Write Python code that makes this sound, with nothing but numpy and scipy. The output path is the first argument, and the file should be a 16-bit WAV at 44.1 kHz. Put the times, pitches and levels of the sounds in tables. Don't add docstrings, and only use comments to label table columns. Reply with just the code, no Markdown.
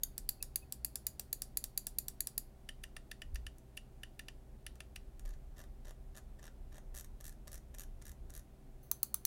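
import sys
import numpy as np
from scipy import signal
from scipy.fft import rfft, irfft, next_fast_len
from scipy.io import wavfile
from scipy.ndimage import uniform_filter1d

SR = 44100
rng = np.random.default_rng(int(sys.argv[2]) if len(sys.argv) > 2 else 0)


def digitize_waveform(pressure):
    field = np.atleast_2d(pressure).T
    bounded = np.clip(field, -1, 1)
    quanta = np.round(bounded * 32767).astype(np.int16)
    wavfile.write(sys.argv[1], SR, quanta)


N = 408366
TIME = np.arange(N) / SR


def from_db(db):
    return 10 ** (np.asarray(db) / 20)


def rms_one(x):
    return x / np.sqrt(np.mean(x ** 2) + 1e-20)


def at_hz(points, hz, axis=1):
    table = np.array(points)
    return np.interp(np.log(hz + 1e-9), np.log(table[:, 0]), table[:, axis])


def noise(spectrum):
    size = next_fast_len(N)
    hz = np.fft.rfftfreq(size, 1 / SR)
    colour = from_db(at_hz(spectrum, hz)) * (hz < spectrum[-1][0])
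    white = rng.standard_normal(N)
    return rms_one(irfft(rfft(white, size) * colour, size)[:N])


def resonate(x, hz, width):
    r = np.exp(-np.pi * width / SR)
    feed = np.array([1, 0, -1]) * (1 - r * r) / 2
    feedback = [1, -2 * r * np.cos(2 * np.pi * hz / SR), r * r]
    return signal.lfilter(feed, feedback, x)


def ring_together(x, modes):
    return sum((-1) ** k * from_db(db) * resonate(x, hz, width) for k, (hz, width, db) in enumerate(modes))


def disperse(x, transit_ms):
    for share in (.17, .31, .52):
        gap = np.zeros(max(int(share * transit_ms * SR / 1000), 1))
        x = signal.lfilter(np.r_[.6, gap, 1], np.r_[1, gap, .6], x)
    return x


DETUNE = 0.012
RING_S = .03


def snaps(events, modes, transit_ms, chatter_db, chatter_s, scatter_db, crack_db, count=9):
    out, size = np.zeros(N + SR), int(RING_S * SR)
    parts = list(modes) + [(10200, 1800, crack_db)]
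    for start, strength_db, brightness in events:
        delays = np.r_[0, rng.uniform(0, chatter_s, count - 1)]
        sizes = np.r_[1, rng.standard_normal(count - 1) * from_db(chatter_db)]
        sizes /= np.linalg.norm(sizes)
        impacts = np.bincount((delays * SR).astype(int), sizes, size)
        at = int(round(start * SR))
        for k, (hz, width, mode_db) in enumerate(parts):
            octaves = np.log2(hz / 6000)
            scatter = scatter_db * rng.standard_normal()
            height = from_db(strength_db + mode_db + brightness * octaves + scatter)
            pitch = hz * (1 + DETUNE * rng.standard_normal())
            out[at:at + size] += (-1) ** k * height * resonate(impacts, pitch, width)
    return disperse(out[:N] + 1e-18, transit_ms)


def blips(events):
    total = 0
    for middle, hz, db, half in events:
        since = TIME - middle
        swell = np.exp(-(since / half) ** 2 / 2)
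        total = total + from_db(db) * swell * np.sin(2 * np.pi * hz * since)
    return total


# (time [s], strength [dB], brightness [dB per octave])
MAIN_PRESSES = [(0.0338, 3, 3), (0.2903, 6, 0.3), (0.5578, 6, 0), (0.8466, 6, 0.4), (1.0669, 7, -0.3),
                (1.3283, 6, 0.2), (1.5714, 6, 0.2), (1.7758, 6, -0.3), (1.9853, 4.5, 0.5),
                (2.2051, 4.5, -0.5), (2.3785, 5, -0.5)]
# (time [s], strength [dB], brightness [dB per octave])
MAIN_RELEASES = [(0.179, 3.6, 0.077), (0.4258, 5.3, -0.55), (0.723, 3.5, 0.61), (0.956, 5.4, -0.19),
                 (1.1953, 5.1, -0.46), (1.4192, 5.2, -0.23), (1.64, 5.7, 0.035), (1.8682, 5, -0.12),
                 (2.0824, 5, -0.035), (2.2708, 5.3, -0.38)]
# (frequency [Hz], width [Hz], relative level on press [dB], relative level on release [dB])
BUTTON_MODES = [(693, 167, -26.5, -23.5), (1735, 296, -23, -27.5), (2785, 250, -24, -24.5),
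                (3540, 390, -29, -22), (4670, 340, -8, -13), (5700, 243, -17, -14), (6840, 370, -8.5, -15),
                (7620, 370, -11, -11.5), (9030, 620, -12.5, -11), (9870, 590, -11, -8),
                (10600, 670, -3.5, -9.5), (11630, 520, 0, -10), (12720, 1470, -7, -12),
                (14170, 770, -7, -14), (15000, 590, -3, -11), (15570, 1120, -12.5, -38)]
# (frequency [Hz], width [Hz], relative level [dB])
EDGE_MODES = [(1550, 230, -13), (3720, 260, -7), (4130, 120, -24.5), (6600, 130, 5)]


def main_buttons():
    hz, width, press_db, release_db = np.transpose(BUTTON_MODES)
    rebounds = dict(chatter_db=-17, chatter_s=.002, scatter_db=1.5)
    down = snaps(MAIN_PRESSES, list(zip(hz, width, press_db)), transit_ms=1.15, crack_db=-27, **rebounds)
    up = snaps(MAIN_RELEASES, list(zip(hz, width, release_db)), transit_ms=.95, crack_db=-35.5, **rebounds)
    edge = snaps(MAIN_PRESSES[:1], EDGE_MODES, transit_ms=0.93, crack_db=-27, **rebounds)
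    return from_db(-0.63) * (down + edge) + up


# (time down [s], time up [s], strength down [dB], strength up [dB],
# lead of the unsticking tick before the way up [s])
WHEEL_CLICKS = [(2.6888, 2.837, -6, -5, .0023), (2.965, 3.114, -6, -4.7, .0016),
                (3.218, 3.3564, -7, -5.5, .0115), (3.4653, 3.773, -7.5, -5, 0.0038),
                (4.0325, 4.193, -6.5, -6, 0.00101), (4.2832, 4.6646, -7, -4, .0005),
                (4.8037, 4.96, -7.5, -6.5, .002)]
DOWN_TILT, UP_TILT = -0.82, 0.75
UNSTICK_DB, UNSTICK_TILT = -16, 8.7


def wheel_snaps():
    rows = []
    for down, up, down_db, up_db, lead in WHEEL_CLICKS:
        rows.append((down, down_db, DOWN_TILT))
        rows.append((up - lead, UNSTICK_DB, UNSTICK_TILT))
        rows.append((up, up_db, UP_TILT))
    return rows


# (frequency [Hz], width [Hz], relative level [dB])
CRADLE_MODES = [(620, 210, -15.5), (1290, 150, -13.5), (1800, 160, -2), (2754, 225, 1), (2890, 200, 1),
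                (3580, 380, -9.5), (4730, 270, -8.5), (5720, 270, -12), (6750, 650, -16.5),
                (7700, 990, -21), (9200, 650, -7), (9520, 1030, -10), (11120, 590, -14),
                (12400, 630, -20.5), (15070, 690, -21)]


def wheel_button():
    contact = dict(transit_ms=1.5, chatter_db=-18, chatter_s=.003, scatter_db=1.2, crack_db=-34)
    return from_db(-0.13) * snaps(wheel_snaps(), CRADLE_MODES, **contact)


# (first notch [s], run begins [s], run ends [s], last notch [s], notches in the run [count],
#  slowing of the run [0-1], strength of the first notch [dB], of the run's middle [dB],
#  of the last notch [dB], brightness [dB per octave])
FLICKS = [(5.2575, 5.2774, 5.3066, 5.3372, 3, .2, -20.5, -25, -27, -1.5),
          (5.569, 5.581, 5.6141, 5.6384, 4, 0.12, -31, -21, -25.5, -2.5),
          (5.853, 5.87, 5.8935, 5.9078, 3, 0.02, -23.5, -22.7, -22, -3.2),
          (6.153, 6.1646, 6.1807, 6.188, 3, 0.02, -25, -17.5, -24.5, -1.6),
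          (6.394, 6.428, 6.4666, 6.4782, 4, .05, -28.5, -21, -23, -3),
          (6.7264, 6.744, 6.7674, 6.781, 3, 0, -29, -24, -20.5, -3),
          (6.9484, 6.9586, 7.009, 7.0445, 6, 0.29, -16.5, -13.5, -19, 1.2),
          (7.2085, 7.242, 7.2936, 7.325, 5, 0.18, -19.5, -15, -28, 1.5),
          (7.478, 7.517, 7.5549, 7.5773, 4, 0, -14.5, -15, -21.5, 0.5),
          (7.747, 7.784, 7.8175, 7.8346, 4, 0.01, -18, -13.5, -19, 0.5),
          (8.0214, 8.0534, 8.0931, 8.116, 4, 0.02, -20.5, -17, -20, 0.5),
          (8.303, 8.3381, 8.376, 8.3937, 4, 0.01, -19.5, -16, -23, 1.8)]
RUN_EDGE_DB = -2.5
SLOW_TILT = -0.6


def notches():
    rows = []
    for first, begin, end, last, count, slowing, first_db, run_db, last_db, tilt in FLICKS:
        turned = np.linspace(0, 1, int(round(count)))
        times = begin + (end - begin) * turned * (1 - slowing * (1 - turned))
        strengths = run_db + RUN_EDGE_DB * (2 * turned - 1) ** 2
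        rows += [(s, db, tilt) for s, db in zip(times, strengths)]
        rows += [(first, first_db, tilt + SLOW_TILT), (last, last_db, tilt + SLOW_TILT)]
    return rows


SLACK_S = .005
SLACK_DB, SLACK_TILT = -7, -3.5


def slack_knocks():
    rows = []
    for first, *_, first_db, run_db, last_db, tilt in FLICKS:
        rows.append((first - SLACK_S, first_db + SLACK_DB, SLACK_TILT))
    return rows


# (frequency [Hz], width [Hz], relative level [dB])
AXLE_MODES = [(605, 64, 3), (1180, 100, -1), (1530, 220, 0), (1830, 160, 5), (3600, 1000, -3.5),
              (6230, 1200, -7)]


def axle_rub(level_db=-60, smear_s=0.0035):
    speed = sum(np.exp(-((TIME - s) / smear_s) ** 2 / 2) for s, db, brightness in notches())
    grit = rng.standard_normal(N) * from_db(3.6 * rng.standard_normal(N))
    return from_db(level_db) * np.sqrt(speed) * ring_together(grit, AXLE_MODES)


# (time [s], strength [dB], brightness [dB per octave])
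NUDGES = [(3.583, -27, 4), (4.7552, -26, -1.5), (5.1946, -20.5, -0.5)]
# (frequency [Hz], width [Hz], relative level [dB])
WHEEL_MODES = [(580, 200, -7.5), (1210, 190, -10), (1560, 480, -7), (1970, 400, -8), (2610, 370, -11.5),
               (3760, 690, -10), (4650, 740, -11), (5840, 400, -4), (6800, 440, -2.5), (7650, 1030, -7),
               (9110, 760, -5), (10050, 640, -4), (11970, 1430, -3), (12450, 670, 0), (14750, 1690, -16),
               (15700, 800, -16)]


def scrolling():
    contact = dict(transit_ms=.75, chatter_db=-15, chatter_s=.0025, scatter_db=1.5, crack_db=-22)
    ticks = snaps(notches() + slack_knocks() + NUDGES, WHEEL_MODES, **contact)
    return from_db(-2.5) * ticks + axle_rub()


# (time [s], strength [dB], brightness [dB per octave])
SIDE_PRESSES = [(8.9141, 7.9, 0.5), (9.1425, 7.5, 0.4)]
# (time [s], strength [dB], brightness [dB per octave])
SIDE_RELEASES = [(9.0304, 9.3, 0.66), (9.2512, 9.3, 0.4)]
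# (frequency [Hz], width [Hz], relative level on press [dB], relative level on release [dB])
SIDE_MODES = [(1130, 360, -17.5, -21.5), (2070, 510, -35, -29), (2550, 240, -36, -38), (4240, 300, -14, -9),
              (4680, 340, -20.5, -15), (6160, 400, -3, 1), (6310, 510, -8, -5), (7450, 700, -29, -26),
              (9750, 550, -6, -9.5), (10150, 580, -7, -9), (11400, 620, -3.5, -6), (11970, 650, -6, -7),
              (13700, 730, -11, -11), (15100, 800, 0.5, -1), (15900, 1830, -4.5, -3.5)]


def side_buttons():
    hz, width, press_db, release_db = np.transpose(SIDE_MODES)
    contact = dict(transit_ms=.8, chatter_db=-16, chatter_s=.0012, scatter_db=1.5, crack_db=-26)
    down = snaps(SIDE_PRESSES, list(zip(hz, width, press_db)), **contact)
    up = snaps(SIDE_RELEASES, list(zip(hz, width, release_db)), **contact)
    return from_db(-0.2) * (down + up)


def soft_hiss(start_s=8.83, level_db=-65, fade_s=.05):
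    grain = rng.standard_normal(N)
    press_modes = [(hz, width, press_db) for hz, width, press_db, _ in SIDE_MODES]
    hiss = rms_one(ring_together(grain, press_modes))
    fade = (TIME > start_s) * np.exp(-np.abs(TIME - start_s) / fade_s)
    return from_db(level_db) * hiss * fade


# (time [s], pitch [Hz], level [dB], half length [s])
SQUEAKS = [(.411, 2600, -57.5, 0.004), (.632, 2560, -62, 0.0057)]


def squeaks():
    return blips(SQUEAKS)


# (frequency [Hz], width [Hz], relative level [dB])
SHELL_MODES = [(1680, 1300, -27), (4230, 1200, -19), (6790, 2200, -16.5), (12800, 4000, -13.5)]
# (frequency [Hz], width [Hz], relative level [dB])
HOLLOW_MODES = [(1680, 880, -15.5), (3530, 1900, -13.5), (7960, 4000, -20.5)]


def shell_spray():
    contact = dict(transit_ms=1.0, chatter_db=-18, chatter_s=.002, scatter_db=1.0, crack_db=-30)
    button_snaps = np.vstack([MAIN_PRESSES, MAIN_RELEASES, SIDE_PRESSES, SIDE_RELEASES])
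    bright = snaps(button_snaps, SHELL_MODES, **contact)
    dull = snaps(wheel_snaps(), HOLLOW_MODES, **contact)
    return from_db(-3.0) * bright + from_db(-0.5) * dull


def even_out(response, ripple_hz=100, colour_hz=800):
    spectrum = rfft(response, SR)
    power = np.abs(spectrum) ** 2
    ripple = uniform_filter1d(power, ripple_hz) + 1e-9
    colour = uniform_filter1d(power, colour_hz) + 1e-9
    return irfft(spectrum * np.sqrt(colour / ripple), SR)[:len(response)]


# (frequency [Hz], time to fade by 60 dB, early swell aside [s], relative level [dB])
ROOM = [(500, 0.75, -6), (1830, 0.085, -6.5), (4500, 0.31, -10.5), (7000, 0.15, -7), (11000, 0.22, -10.5),
        (16000, 0.25, -19.5)]


def room(x, first_s=0.00063, build_s=0.0006, early_db=11.0, early_s=0.012):
    t = np.arange(SR // 2) / SR
    onset = 1 - np.exp(-np.maximum(t - first_s, 0) / build_s)
    swell = onset * from_db(early_db * np.exp(-t / early_s))
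    edges, response = np.geomspace(300, 18000, 11), 0
    for low, high in zip(edges, edges[1:]):
        hz = np.sqrt(low * high)
        fade = swell * from_db(-60 * t / at_hz(ROOM, hz))
        band_filter = signal.butter(2, [low, high], "band", fs=SR, output="sos")
        band = signal.sosfilt(band_filter, rng.standard_normal(len(t)))
        level = from_db(at_hz(ROOM, hz, axis=2))
        response = response + band * fade / np.linalg.norm(fade) * level
    return signal.fftconvolve(x, even_out(response))[:N]


# (frequency [Hz], relative level per Hz [dB])
SWAY = [(10, -30), (22, -13), (28, -3), (31, 0), (35, -6), (42, -14), (60, -40)]
# (time [s], level [dB])
SWAY_LEVEL = [(0.0, -57), (0.31, -50), (0.36, -59), (0.62, -52), (0.67, -67.5), (1.8, -54), (2.99, -57),
              (3.38, -47.5), (3.66, -61), (4.74, -54.5), (4.82, -67), (5.26, -42.5), (5.7, -52.5),
              (8.38, -53), (8.46, -60), (8.79, -49), (8.9, -66.5), (9.26, -65)]
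# (frequency [Hz], relative level per Hz [dB])
RUMBLE = [(30, -36.5), (44, 1), (53, 4), (58, 8), (65, 1.5), (78, 1), (92, -14), (130, -45)]
# (time [s], level [dB])
RUMBLE_LEVEL = [(0.0, -62), (0.02, -58), (1.49, -59), (1.52, -63.5), (3.22, -68), (3.33, -42), (3.63, -68),
                (3.84, -59), (3.94, -65), (5.13, -56), (7.92, -56.5), (8.43, -52), (8.51, -63), (9.26, -65)]
# (time [s], pitch [Hz], level [dB], half length [s])
BUMPS = [(3.325, 61.3, -42.5, 0.037), (3.41, 56, -57, 0.045)]


def desk(sway_trim_db=0.5, rumble_trim_db=-1.5):
    sway_db = np.interp(TIME, *np.transpose(SWAY_LEVEL)) + sway_trim_db
    sway = from_db(sway_db) * noise(SWAY)
    rumble_db = np.interp(TIME, *np.transpose(RUMBLE_LEVEL)) + rumble_trim_db
    rumble = from_db(rumble_db) * noise(RUMBLE)
    return sway + rumble + blips(BUMPS)


# (frequency [Hz], rms level [dB])
HUM = [(58, -63), (120, -67), (138, -71.5), (205, -74), (386, -75), (662, -90), (772, -83)]
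# (frequency [Hz], relative level per Hz [dB])
AIR = [(60, -13), (100, -5.5), (138, 3.5), (175, -5), (220, 1), (330, -4), (450, -9), (650, -8.5),
       (850, -14), (1100, -19), (2300, -25), (5000, -30.5), (11000, -30), (16000, -33)]


def fan(air_db=-65.0, waver=0.29):
    hum = 0
    for hz, db in HUM:
        wander = np.interp(TIME, np.linspace(0, TIME[-1], 40), rng.standard_normal(40))
        phase = 2 * np.pi * (hz * TIME + rng.random()) + waver * wander
        hum = hum + np.sqrt(2) * from_db(db) * np.sin(phase)
    return hum + from_db(air_db) * noise(AIR)


def scene():
    main, middle, wheel, side = main_buttons(), wheel_button(), scrolling(), side_buttons()
    into_room = from_db(-2.0) * main + from_db(-3.0) * middle + from_db(2.5) * wheel + from_db(-4) * side
    reflections = room(into_room) + room(shell_spray())
    mouse = main + middle + wheel + side + squeaks() + soft_hiss()
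    return (mouse + reflections + desk() + fan())[None]


CUTOFF_HZ = 16200


def record(dry):
    steep = signal.ellip(10, .1, 80, CUTOFF_HZ, fs=SR, output="sos")
    return signal.sosfilt(steep, dry)


dry = scene()
out = record(dry)
digitize_waveform(out)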